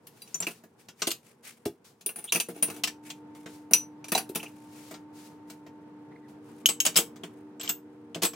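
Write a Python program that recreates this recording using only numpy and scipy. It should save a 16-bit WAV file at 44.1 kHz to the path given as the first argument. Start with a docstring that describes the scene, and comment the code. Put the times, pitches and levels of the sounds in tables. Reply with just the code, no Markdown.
"""At the open dishwasher of a quiet kitchen, gloved hands load plates and ramekins into its wire rack,
close to the two microphones of a phone. Each contact is a noisy crack, decaying china partials and rack
modes; slides are trains of tiny contacts, and the steel tub answers with a short, dense noise echo.
Filtered noise makes the rustle of sleeves and gloves and the room air; gliding sines make rubber squeaks.
An appliance starts to hum: two wavering harmonics over three faint tones."""
import sys
import numpy as np
from scipy import signal
from scipy.fft import rfft, irfft, next_fast_len
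from scipy.io import wavfile
from scipy.ndimage import uniform_filter1d

SR = 44100
rng = np.random.default_rng(int(sys.argv[2]) if len(sys.argv) > 2 else 0)


def master(y):
    """Save y as 16-bit WAV."""
    cut = np.clip(np.atleast_2d(y).T, -1, 1)
    pcm = np.round(cut * 32767)  # scale
    wavfile.write(sys.argv[1], SR, pcm.astype(np.int16))


N = 368235
TIME = np.arange(N) / SR
RING_TIME = np.arange(SR // 4) / SR  # every single contact lasts at most a quarter second


def amp(db):
    """Decibels to gain."""
    return 10 ** (np.asarray(db) / 20)


def unit(x):
    """Scale to rms 1."""
    return x / np.sqrt(np.mean(x ** 2))


def curves(table):
    """Each column of a table as a line through time."""
    s, *columns = np.transpose(table)
    return [np.interp(TIME, s, column) for column in columns]


def ramp(start_s, length_s):
    """From 0 to 1 over a length of time."""
    return np.clip((TIME - start_s) / max(length_s, 1 / 1000), 0, 1)


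def walk(rate_hz):
    """Smoothed random steps with rms 1 or nearly so."""
    step = int(SR / rate_hz)
    held = np.repeat(rng.standard_normal(N // step + 1), step)
    return unit(uniform_filter1d(held, step)[:N])


def colour(x, points):
    """Filter by (Hz, dB) points; minimum phase, so nothing sounds ahead of a blow."""
    n = next_fast_len(x.shape[-1] + SR // 50, True)
    n += n % 2
    hz, db = np.transpose(points)
    bins_hz = np.arange(n // 2 + 1) * SR / n + 1
    log_gain = np.log(amp(np.interp(np.log(bins_hz), np.log(hz), db)))
    # folding the cepstrum forward in time gives the minimum phase
    cepstrum = irfft(log_gain, n)
    cepstrum[1:n // 2] *= 2
    cepstrum[n // 2 + 1:] = 0
    filtered = irfft(rfft(x, n) * np.exp(rfft(cepstrum)), n)
    return filtered[..., :x.shape[-1]]


def highpass(x, order, hz):
    """Butterworth filter that drops what lies below a frequency."""
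    return signal.sosfilt(signal.butter(order, hz, "high", fs=SR, output="sos"), x)


def spread(mid, side):
    """Left and right from mid and side."""
    return np.array([mid + side, mid - side])


def ports(mid, side, width):
    """Two close microphones agree in the bass and differ in the treble."""
    return spread(mid, width * highpass(side, 1, 800))


def lean(x, left_db):
    """Place a sound to the left of the phone; the bass stays in the middle."""
    treble = highpass(x, 1, 700)
    return x + treble * (amp([[left_db / 2], [-left_db / 2]]) - 1)


def add(track, s, sound):
    """Mix a sound into the track at time s."""
    start = int(np.clip(s * SR, 0, N - 1))
    track[:, start:start + sound.shape[1]] += sound[:, :N - start]


# spectrum of the kitchen air: pitch_hz, level_db (relative, per Hz)
AIR_SPECTRUM = [(18, -78.5), (30, -52.5), (109, -11), (245, -9.5), (273, -14.5), (303, -9.5), (355, -17.5),
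                (473, -12.5), (554, -22), (913, -21), (1280, -28), (1390, -28), (3770, -46.5), (13700, -68),
                (16000, -71)]
# loudness of the kitchen air: time_s, level_db
AIR_LEVEL = [(0, -59.5), (2.3, -65), (2.7, -54.5), (6.2, -54), (6.6, -53), (8.35, -56.5)]


def kitchen():
    """Soft room air: filtered noise, alike at both microphones in the bass."""
    side = colour(rng.standard_normal(N), [(150, -20.0), (500, -5.0), (1200, -4.5), (6000, 4.0)])
    air = colour(spread(rng.standard_normal(N), side), AIR_SPECTRUM)
    return unit(air) * amp(curves(AIR_LEVEL)[0] + 1.1 * walk(21))


# sweeps of the sleeve and rubber gloves:
# start_s, length_s, level_db (relative), rubber_db (relative to fleece)
STROKES = [(0, 0.58, -56.5, -11), (0.778, 0.05, -59, -3), (0.958, 0.12, -54, 3.5), (1.224, 0.066, -59.5, 6),
           (1.424, 0.065, -48, 4.5), (1.841, 0.022, -51, -20), (2.076, 0.7, -64, -1),
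           (3.023, 0.088, -58, 9), (3.333, 0.082, -63.5, 3.5), (3.467, 0.09, -52.5, -3.5),
           (4.222, 0.43, -63, 1.5), (4.64, 0.29, -52.5, -3.5), (5.122, 0.15, -52, -6.5),
           (5.467, 0.065, -61, 2), (6.28, 0.013, -59, -6), (6.392, 0.22, -64, 1.5), (7.15, 0.25, -74, 5.5)]
# the swell takes a share of the stroke; the arm is never quite still
SWELL_SHARE, RELEASE_DB_PER_S, STILL_DB = .45, 218.5, -78.5


def arm():
    """Strength of the rubbing of fleece and of rubber: every stroke swells, holds and dies away."""
    fleece_power = rubber_power = amp(STILL_DB) ** 2
    for start_s, length_s, db, rubber_db in STROKES:
        released_s = np.clip(TIME - start_s - length_s, 0, 1)
        swell = ramp(start_s, SWELL_SHARE * length_s)
        power = (swell * amp(db - RELEASE_DB_PER_S * released_s)) ** 2
        fleece_power = fleece_power + power
        rubber_power = rubber_power + power * amp(rubber_db) ** 2
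    return np.sqrt(fleece_power), np.sqrt(rubber_power)


def rustle(gain_db, grain_db, width):
    """Fleece hisses softly while the rubber gloves rub in small slips, as noise of uneven strength."""
    fleece = colour(ports(*rng.standard_normal((2, N)), width),
                    [(100, -10.5), (500, -1.5), (2000, -3), (5000, -0.5), (10000, -4.5), (15500, -9.5)])
    slips = ports(*rng.standard_normal((2, N)), width) * amp(grain_db * np.tanh(walk(140)))
    rubber = colour(slips, [(300, -9.5), (1200, -8.5), (2300, 1.0), (4000, -12.0),
                            (9000, -4.5), (15500, -15.5)])
    on_fleece, on_rubber = arm()
    return amp(gain_db) * (on_fleece * unit(fleece) * amp(walk(40)) + on_rubber * unit(rubber))


def fade(t60_s):
    """Exponential decay whose first hundredth of a second has rms 1."""
    shape = np.exp(-np.log(1000) * RING_TIME / max(t60_s, 1 / 200))
    return shape / np.sqrt(np.mean(shape[:SR // 100] ** 2))


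def ring(modes, scatter_db=2, detune=0.0017, port_phase=0.57, rise_s=0.00025, twin_db=-3, split=0.006):
    """Decaying partials (Hz, dB, t60 s); nothing is quite round, so each beats with a shorter twin."""
    out = np.zeros((2, len(RING_TIME)), np.float32)
    twins = [(hz * (1 + split * offset), db + twin_db, t60 / 2)
             for (hz, db, t60), offset in zip(modes, rng.standard_normal(len(modes)))]
    partials = modes + twins
    chances = rng.standard_normal((len(partials), 4))
    for (hz, db, t60), (size, pitch, phase, lag) in zip(partials, chances):
        t = RING_TIME[:int(max(t60, 1 / 50) * SR)].astype(np.float32)
        decay = np.exp(np.float32(-np.log(1000) / t60) * t)
        # every contact weights a partial anew, and it reaches each microphone with its own phase
        gain = amp(db + scatter_db * size) / np.sqrt(np.mean(decay[:SR // 100] ** 2))
        start = np.float32(2 * np.pi * phase + spread(0, port_phase * lag))[:, None]
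        wave = np.sin(np.float32(2 * np.pi * hz * (1 + detune * pitch)) * t + start)
        out[:, :len(t)] += np.float32(gain) * decay * wave
    return out * (1 - np.exp(-RING_TIME / rise_s))


def minor_modes(spacing_hz):
    """A cloud of partials at random pitches: tines, baskets and neighbouring dishes."""
    n = len(RING_TIME)
    present = rng.random(n // 2 + 1) < SR / n / spacing_hz
    real, imaginary = rng.standard_normal((2, 2, n // 2 + 1))
    return unit(irfft(present * (real + 1j * imaginary), n))


def chatter(t60_s, count=3, gap_s=0.003, bounce_db=-8):
    """Envelope of a contact that bounces a few times, ever more weakly."""
    first = fade(t60_s) ** 2
    power = first.copy()
    lags_s = np.cumsum(gap_s * (.5 + rng.random(count)))
    for bounce, lag_s in enumerate(lags_s, 1):
        late = min(int(lag_s * SR), len(first) - 1)
        power[late:] += amp(bounce * bounce_db) ** 2 * first[:len(first) - late]
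    return np.sqrt(power)


def crack(db, thud, clack, top, t60_s, width=.55, rise_s=.0011, tick_db=-2,
          cloud_db=-7, cloud_t60_s=0.11, spacing_hz=150):
    """The sharp noisy tick of a contact and the brief jangle of everything that it touches."""
    tick = amp(tick_db) * rng.standard_normal((2, len(RING_TIME))) * chatter(t60_s)
    jangle = amp(cloud_db) * minor_modes(spacing_hz) * fade(cloud_t60_s)
    burst = ports(*(tick + jangle), width) * (1 - np.exp(-RING_TIME / rise_s))
    # (Hz, dB): the rack's thud, the clack of the wires, the tick of the glaze
    body = [(70, thud - 22), (140, thud + 7), (350, thud + 16), (560, thud + 8),
            (900, clack + 11), (1800, clack + 8),
            (2800, 6.5), (4500, 2.2), (7600, 2.9), (9600, top + 4), (15500, top + 0.15)]
    body_hz, body_db = np.transpose(body)
    # each point of contact has its own broad, well damped resonances
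    hz = np.geomspace(70, 16000, 110)
    patches_db = 3 * rng.standard_normal(len(hz)) * np.minimum(hz / 1500, 1)
    spectrum_db = np.interp(np.log(hz), np.log(body_hz), body_db) + patches_db
    return amp(db) * colour(burst, np.transpose([hz, spectrum_db]))


# modes of the wire rack: pitch_hz (before each contact's detuning), level_db (relative), t60_s
RACK = [(179.3, -8, .22), (227.4, -12.5, 0.26), (293, -20.5, 0.022), (360, -9.5, 0.1), (456.6, -9.5, 0.26),
        (667, -6.5, 0.092), (783, -16.5, 0.14)]
# A contact's weight is how hard it leans on the rack: the thud grows with it dB for dB, the wires clack
# more, the contact chatters for longer and the china rings less.
CLACK_DB, CLACK_PER_WEIGHT = -1.5, .58  # clack at weight 0 dB; dB per dB of weight
CHATTER_T60_S, CHATTER_KNEE_DB = 0.12648, -17.5  # longest chatter; the weight that halves it


def knock(db, weight_db, bright_db, china):
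    """One contact: its crack, the loaded rack shaking under its weight and the ring of china."""
    clack_db = CLACK_DB + CLACK_PER_WEIGHT * weight_db
    t60_s = CHATTER_T60_S / (1 + amp(CHATTER_KNEE_DB - weight_db))
    rack_modes = [(hz, db + weight_db + gain, t60) for hz, gain, t60 in RACK]
    rack = ring(rack_modes, detune=0.03, port_phase=.05, rise_s=0.0014)
    return crack(db, weight_db, clack_db, bright_db, t60_s) + rack + china


def scrapes(slides, modes, weight_db, bright_db, ring_db, rate_hz=90, scatter_db=6, freedom=0.41):
    """Sliding china sticks and slips: dense uneven micro-contacts, each ringing the held dish and rack."""
    drag = sum(amp(db) * (TIME > start_s) * (TIME < end_s) for start_s, end_s, db in slides)
    sizes = amp(scatter_db * np.clip(rng.standard_normal(N), -2, 2))
    slips = unit((rng.random(N) < rate_hz / SR) * sizes)
    china = ring([(hz, ring_db + gain, freedom * t60) for hz, gain, t60 in modes])
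    contact = knock(0, weight_db, bright_db, china) / np.sqrt(SR // 100)
    return signal.fftconvolve((drag * slips)[None], contact, axes=1)[:, :N]


MUTE_PER_WEIGHT = .12  # dB of ring lost per dB of weight
GLANCE_DB = -24.5  # below this weight china meets only china and the crack fades
FOCUS_DB_PER_HZ = .02  # how fast the favour falls away to neighbouring partials


def dishes(blows, modes, crack_db, ring_db, focus_db, loose_db, held=1):
    """China struck repeatedly; the contact point favours a group of partials, a grip shortens them all."""
    out = np.zeros((2, N))
    hz, gain_db, t60_s = np.transpose(modes)
    for s, db, weight_db, bright_db, favoured_hz, favoured_db, *grip in blows:
        freedom = np.clip(grip[0] if grip else held, 1 / 10, 1)
        # a loose rattle drives the low partials less than a blow with the hand's weight behind it
        low_db = loose_db * np.clip(2 * freedom - 1, 0, 1)
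        tilt_db = np.interp(hz, [3400, 5000, 7500, 9400], [low_db, 0, 0, bright_db])
        levels_db = gain_db - MUTE_PER_WEIGHT * weight_db + tilt_db
        apart_hz = abs(hz - favoured_hz)
        focus = favoured_db + focus_db - FOCUS_DB_PER_HZ * (apart_hz - apart_hz.min())
        partials_db = db + ring_db + np.maximum(levels_db, focus)
        china = ring(list(zip(hz, partials_db, t60_s * freedom)))
        glance_loss_db = 20 * np.log10(1 + amp(GLANCE_DB - weight_db))
        add(out, s, knock(db + crack_db - glance_loss_db, weight_db, bright_db, china))
    return out


# partials of a plate: pitch_hz, level_db (relative), t60_s (ringing freely)
PLATE_MODES = [(2370, -10, .07), (2583, -9, .11), (2770, -10, .1), (3090, -14, .07), (3983, -19, .09),
               (4730, -15, .08), (5905, -16, .1), (5978, -13, .17), (6900, -19, .06), (7480, -19, .08),
               (8830, -18, .11), (9470, -14, .14), (10030, -13, .13), (10420, -17, .1), (10740, -17, .08),
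               (13400, -15, .12)]
# plates dragged along the tines: start_s, end_s, level_db (relative)
PLATE_SLIDES = [(0.05, 0.34, -73.5), (0.41, 0.54, -53), (2.17, 2.3, -56.5), (2.48, 2.8, -59.5),
                (4.37, 4.5, -63)]
# plates meeting the tines and their neighbours: start_s, level_db (relative), then relative to that
# weight_db, brightness_db, favoured_pitch_hz (nearest partial), favoured_db (before the focus gain)
PLATE_BLOWS = [(0.219, -56, -17, 10, 4420, -0.5), (0.276, -58, -14.5, -5, 6040, -10.5),
               (0.344, -50, 4, 7, 6410, 9), (0.403, -45.5, 3.5, 6, 7800, 9),
               (0.424, -37, -5.5, -21, 6100, -6.5), (0.468, -39, 3.5, -3, 2470, -4.5),
               (0.508, -52, -5, 1, 2600, -18), (0.637, -63, 13, -2, 13400, -13),
               (2.061, -40, -11.5, 10, 9710, 2.5), (2.091, -49.5, 3.5, 8, 2770, -3.5),
               (2.159, -51.5, 5, 7, 9760, 3.5), (2.187, -57.5, 7, 8, 9860, 7.5),
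               (2.241, -53, -2, 9, 9200, 4.5), (2.322, -25.5, -10, 0, 6050, -12.5),
               (2.347, -34, 5, 4.5, 6100, -8), (2.358, -34.5, -3, 3.5, 2583, -5),
               (2.4, -27, -14.5, -3.5, 2550, -18), (2.486, -55.5, 20.5, 8, 9120, -2),
               (2.625, -33, -2.5, 7.5, 9610, 4), (2.682, -50, 10, -7, 2583, -15),
               (2.562, -61.5, 15, -3.5, 9470, 3), (2.7, -45.5, 7, 3, 2583, -11),
               (2.763, -52.5, 4.5, -1.5, 9430, -12), (3.71, -49.5, 13.5, 12, 10030, -6),
               (3.7345, -19.5, -16, 1, 5790, -2.5), (4.043, -47, -4, -6, 5978, -13),
               (4.083, -44.5, -7, -0.5, 10030, -21.5), (4.119, -30.5, 1.5, 1.5, 3983, -23),
               (4.15, -28, -3.5, -4, 3983, -7), (4.177, -31.5, -0.5, 0.5, 10300, -6.5),
               (4.356, -34.5, -0.5, 3.5, 3090, -12), (4.429, -45.5, 2.5, -2.5, 2800, -10)]


def plates():
    """Plates held in the hand slide along the tines and strike them."""
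    struck = dishes(PLATE_BLOWS, PLATE_MODES, held=0.79, crack_db=0, ring_db=7, focus_db=3, loose_db=-9)
    return struck + scrapes(PLATE_SLIDES, PLATE_MODES, weight_db=-1.5, bright_db=0.5, ring_db=1)


# the short ring of the stacked bowls: pitch_hz, level_db (relative), t60_s
BOWL_MODES = [(2790, -15, 0.11), (4400, -11, 0.033), (4570, -16, 0.077), (5870, -15.5, 0.092),
              (8680, -17.5, .07), (13500, -22, .12), (14300, -20.5, .08)]
# dull knocks of crockery and rack: start_s, level_db (relative), weight_db, brightness_db
KNOCKS = [(0.069, -53.5, -19, 5), (0.885, -48, -8, -12), (1.019, -26.5, -13, -21), (1.07, -27.5, -14.5, -2),
          (1.105, -33, -24, -8), (1.114, -29.5, -27, -5.5), (1.654, -39.5, -9, -2), (2.009, -54, -9.5, -5),
          (2.836, -23.5, -18, -11.5), (2.873, -32.5, -13, -12), (3.101, -39.5, -16, -14),
          (3.349, -58.5, 2, -3.5), (3.459, -49.5, 5.5, -13), (4.291, -53, -10, 5), (4.349, -42, -10, 4.5),
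          (4.91, -50, 5.5, -3), (4.94, -48.5, -1.5, -18), (5.499, -49, -5.5, -4.5), (5.664, -60.5, 10, -11),
          (6.957, -28, -14, -12), (7.159, -56, -1, -9), (8.219, -38.5, -8, -7)]


def knocks(gain_db):
    """Contacts on the rack; the stacked bowls ring only briefly."""
    out = np.zeros((2, N))
    for s, db, weight_db, bright_db in KNOCKS:
        china = ring([(hz, db + gain, t60) for hz, gain, t60 in BOWL_MODES])
        add(out, s, knock(db, weight_db, bright_db, china))
    return amp(gain_db) * out


def tub(dry, wet_db, t60_s, width, room_db):
    """Close steel walls return a dense echo within milliseconds; the kitchen adds a fainter, duller one."""
    near, far = (ports(*rng.standard_normal((2, len(RING_TIME))), width) for _ in range(2))
    far = colour(far, [(200, 7.5), (2500, -2.5), (8000, -5.5), (15000, -14.5)])
    envelope = fade(t60_s) * (1 - np.exp(-(RING_TIME / 0.002) ** 2))
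    echo = amp(wet_db) * unit(near * envelope) + amp(room_db) * unit(far * envelope)
    return signal.fftconvolve(dry, echo / np.sqrt(len(RING_TIME)), axes=1)[:, :N]


# heavy contacts also bump the rack against tub and door: start_s, panel_pitch_hz, level_db (relative)
BUMPS = [(1.021, 1230, -36.5), (1.073, 337, -32), (1.074, 660, -34.5), (1.659, 334.5, -23.5),
         (1.66, 702, -37), (1.663, 186.3, -36), (2.062, 331, -39.5), (2.348, 810, -47), (4.121, 298, -33.5),
         (4.152, 762, -25.5), (4.179, 781, -38), (4.297, 365, -33)]


def bumps(t60_s=.09, lower_db=-7, upper_db=-5):
    """A soft push sets only a few low panel modes going."""
    out = np.zeros((2, N))
    for s, hz, db in BUMPS:
        panel = [(0.87 * hz, db + lower_db, t60_s), (hz, db, t60_s), (1.21 * hz, db + upper_db, t60_s)]
        add(out, s, ring(panel, port_phase=.05, rise_s=0.00099))
    return out


# rubber slipping on glaze and floor: start_s, length_s, start_pitch_hz, end_pitch_hz, level_db (relative)
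SQUEAKS = [(2.267, 0.053, 2890, 4120, -38), (4.391, .026, 2500, 2780, -37),
           (4.452, 0.029, 2540, 2850, -40.5), (6.104, 0.042, 1886, 2050, -59),
           (6.155, 0.0158, 2120, 1820, -51), (6.208, 0.084, 2000, 1710, -63)]


def squeaks(octave_db, wobble=0.073):
    """Rubber sticks and slips unevenly, gliding in pitch."""
    out = np.zeros((2, N))
    for s, length_s, start_hz, end_hz, db in SQUEAKS:
        count = int(length_s * SR)
        pitch_hz = np.linspace(start_hz, end_hz, count) * (1 + wobble * walk(830)[:count])
        angle = 2 * np.pi * np.cumsum(pitch_hz) / SR
        tone = np.sin(angle) + amp(octave_db) * np.sin(2 * angle)
        add(out, s, amp(db) * np.hanning(count) * spread(tone, 0))
    return out


# faint side tones of the appliance: pitch_hz (mean)
SIDE_TONES = [231.6, 385.6, 468.3]
HUM_HZ = 299.8  # mean pitch
# the appliance starts with a brief surge; as the phone draws back, the third harmonic fades
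# and the side tones grow
HUM_ON_S, HUM_RISE_S, SURGE_DB, SURGE_S = 2.45, 0.18, 2, .25
HUM_DB, THIRD_DB, THIRD_RISE_S = -50.5, -61.5, .4
TONES_DB, TONES_ON_DB = -76.5, 8.5  # side tones at first; their gain once the motor runs
DRAW_BACK_S, DRAW_BACK_LENGTH_S, BACK_THIRD_DB, BACK_TONES_DB = 6.08, 0.36, -9.5, 6.5


def hum(waver_db):
    """A motor hums with a third harmonic over a few faint, unsteady tones."""
    on, back = ramp(HUM_ON_S, HUM_RISE_S), ramp(DRAW_BACK_S, DRAW_BACK_LENGTH_S)
    surge_db = SURGE_DB * (1 - ramp(HUM_ON_S + HUM_RISE_S, SURGE_S))
    first = on * amp(HUM_DB + surge_db + waver_db * walk(23))
    third_db = THIRD_DB + BACK_THIRD_DB * back + waver_db * walk(7)
    third = ramp(HUM_ON_S, THIRD_RISE_S) * amp(third_db)
    tones_db = TONES_DB + on * (TONES_ON_DB + surge_db) + BACK_TONES_DB * back
    angle = 2 * np.pi * np.cumsum(HUM_HZ * (1 + .001 * walk(5.5))) / SR
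    out = first * np.sin(angle) + third * np.sin(3 * angle)
    for hz in SIDE_TONES:
        tone_angle = 2 * np.pi * np.cumsum(hz * (1 + .008 * walk(11))) / SR
        out += amp(tones_db + 1.8 * walk(4.3)) * np.sin(tone_angle)
    return np.sqrt(2) * out  # the levels above are rms


# partials of a ramekin: pitch_hz, level_db (relative), t60_s (ringing freely)
RAMEKIN_MODES = [(2971, -4, .075), (3090, -5, .08), (3273, -8, .07), (5150, -17, .14), (5286, -11, .07),
                 (6476, -11, .07), (6620, -15, .15), (7698, -17, .24), (7990, -17, .18), (11620, -14, .12),
                 (11830, -16, .18), (12750, -18, .16), (13230, -15, .16), (13850, -16, .14),
                 (14450, -19, .16)]
# ramekins set down among the mugs, with a few dull knocks on the rack among them (at 7.235, 7.677, 8.146 and
# 8.158 s): the columns of the plate blows, then freedom (1 rings freely, less when gripped)
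RAMEKIN_BLOWS = [(6.6585, -14.5, -30.5, 0, 6430, -2, .55), (6.688, -25, -10.5, -6, 8200, 2, 0.69),
                 (6.8025, -17.5, -29.5, -3.5, 6620, -5, 0.61), (6.851, -24, -11.5, -1.5, 6620, -15, 0.92),
                 (6.864, -23, -10, -7, 7150, 1, 0.25), (6.963, -19, -11, -1, 5020, -2.5, 0.72),
                 (6.971, -18.5, -15.5, 0, 7600, -2, 0.59), (6.986, -26.5, -4.5, 0.5, 5150, -15, 0.41),
                 (7.235, -44, 3.5, -9.5, 2950, 2.5, 0.53), (7.597, -43, -7, -16.5, 7630, 3, 0.71),
                 (7.611, -37, -14.5, -10.5, 13000, -11, 0.27), (7.631, -39, -11, -27, 12750, 1, 0.94),
                 (7.677, -38, -13, -14, 2900, 1, 0.19), (7.691, -40.5, -20, -10, 7680, 16, 0.36),
                 (7.692, -27, -13, -12.5, 14800, -0.5, 0.82), (8.146, -36.5, -5.5, -12, 2971, -2.5, 0.48),
                 (8.158, -59, 23.5, -16, 3300, 6, .34), (8.222, -28.5, -8, -4, 7698, -15, 0.61),
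                 (8.232, -24, -5, -1.5, 13230, -10, 0.2), (8.25, -27, -9, -0.5, 8060, 2.5, 0.78),
                 (8.333, -48, 2, -8, 13230, -7, 0.44)]
# ramekins dragged along the tines: start_s, end_s, level_db (relative)
RAMEKIN_SLIDES = [(6.88, 6.95, -48.5), (7.612, 7.685, -47)]


def ramekins():
    """Small thick dishes strike their neighbours, gripped or free, and slide along the tines."""
    struck = dishes(RAMEKIN_BLOWS, RAMEKIN_MODES, crack_db=0.5, ring_db=-5, focus_db=5, loose_db=-15.5)
    return struck + scrapes(RAMEKIN_SLIDES, RAMEKIN_MODES, weight_db=-9, bright_db=-14.5, ring_db=-9)


def scene():
    """Crockery in the tub, over rustle, hum and room air."""
    air = kitchen()
    sleeve = lean(rustle(gain_db=-4.5, grain_db=7, width=0.73), left_db=2.7)
    crockery = lean(plates(), left_db=0.7)
    crockery += lean(knocks(gain_db=2.0), left_db=1.6)
    crockery += bumps() + squeaks(octave_db=-21.0)
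    crockery += lean(ramekins(), left_db=1.3)
    echo = tub(crockery, wet_db=-13.0, t60_s=0.18, width=0.13, room_db=-25)
    return crockery + echo + sleeve + hum(waver_db=0.77) + air


def record(dry):
    """The phone drops the deep bass and cuts the top."""
    thin = highpass(dry, 4, 80)
    top_cut = signal.ellip(8, .2, 70, 15900, fs=SR, output="sos")  # ripple dB, stop dB, edge Hz
    return signal.sosfilt(top_cut, thin)


dry = scene()
out = record(dry)
master(out)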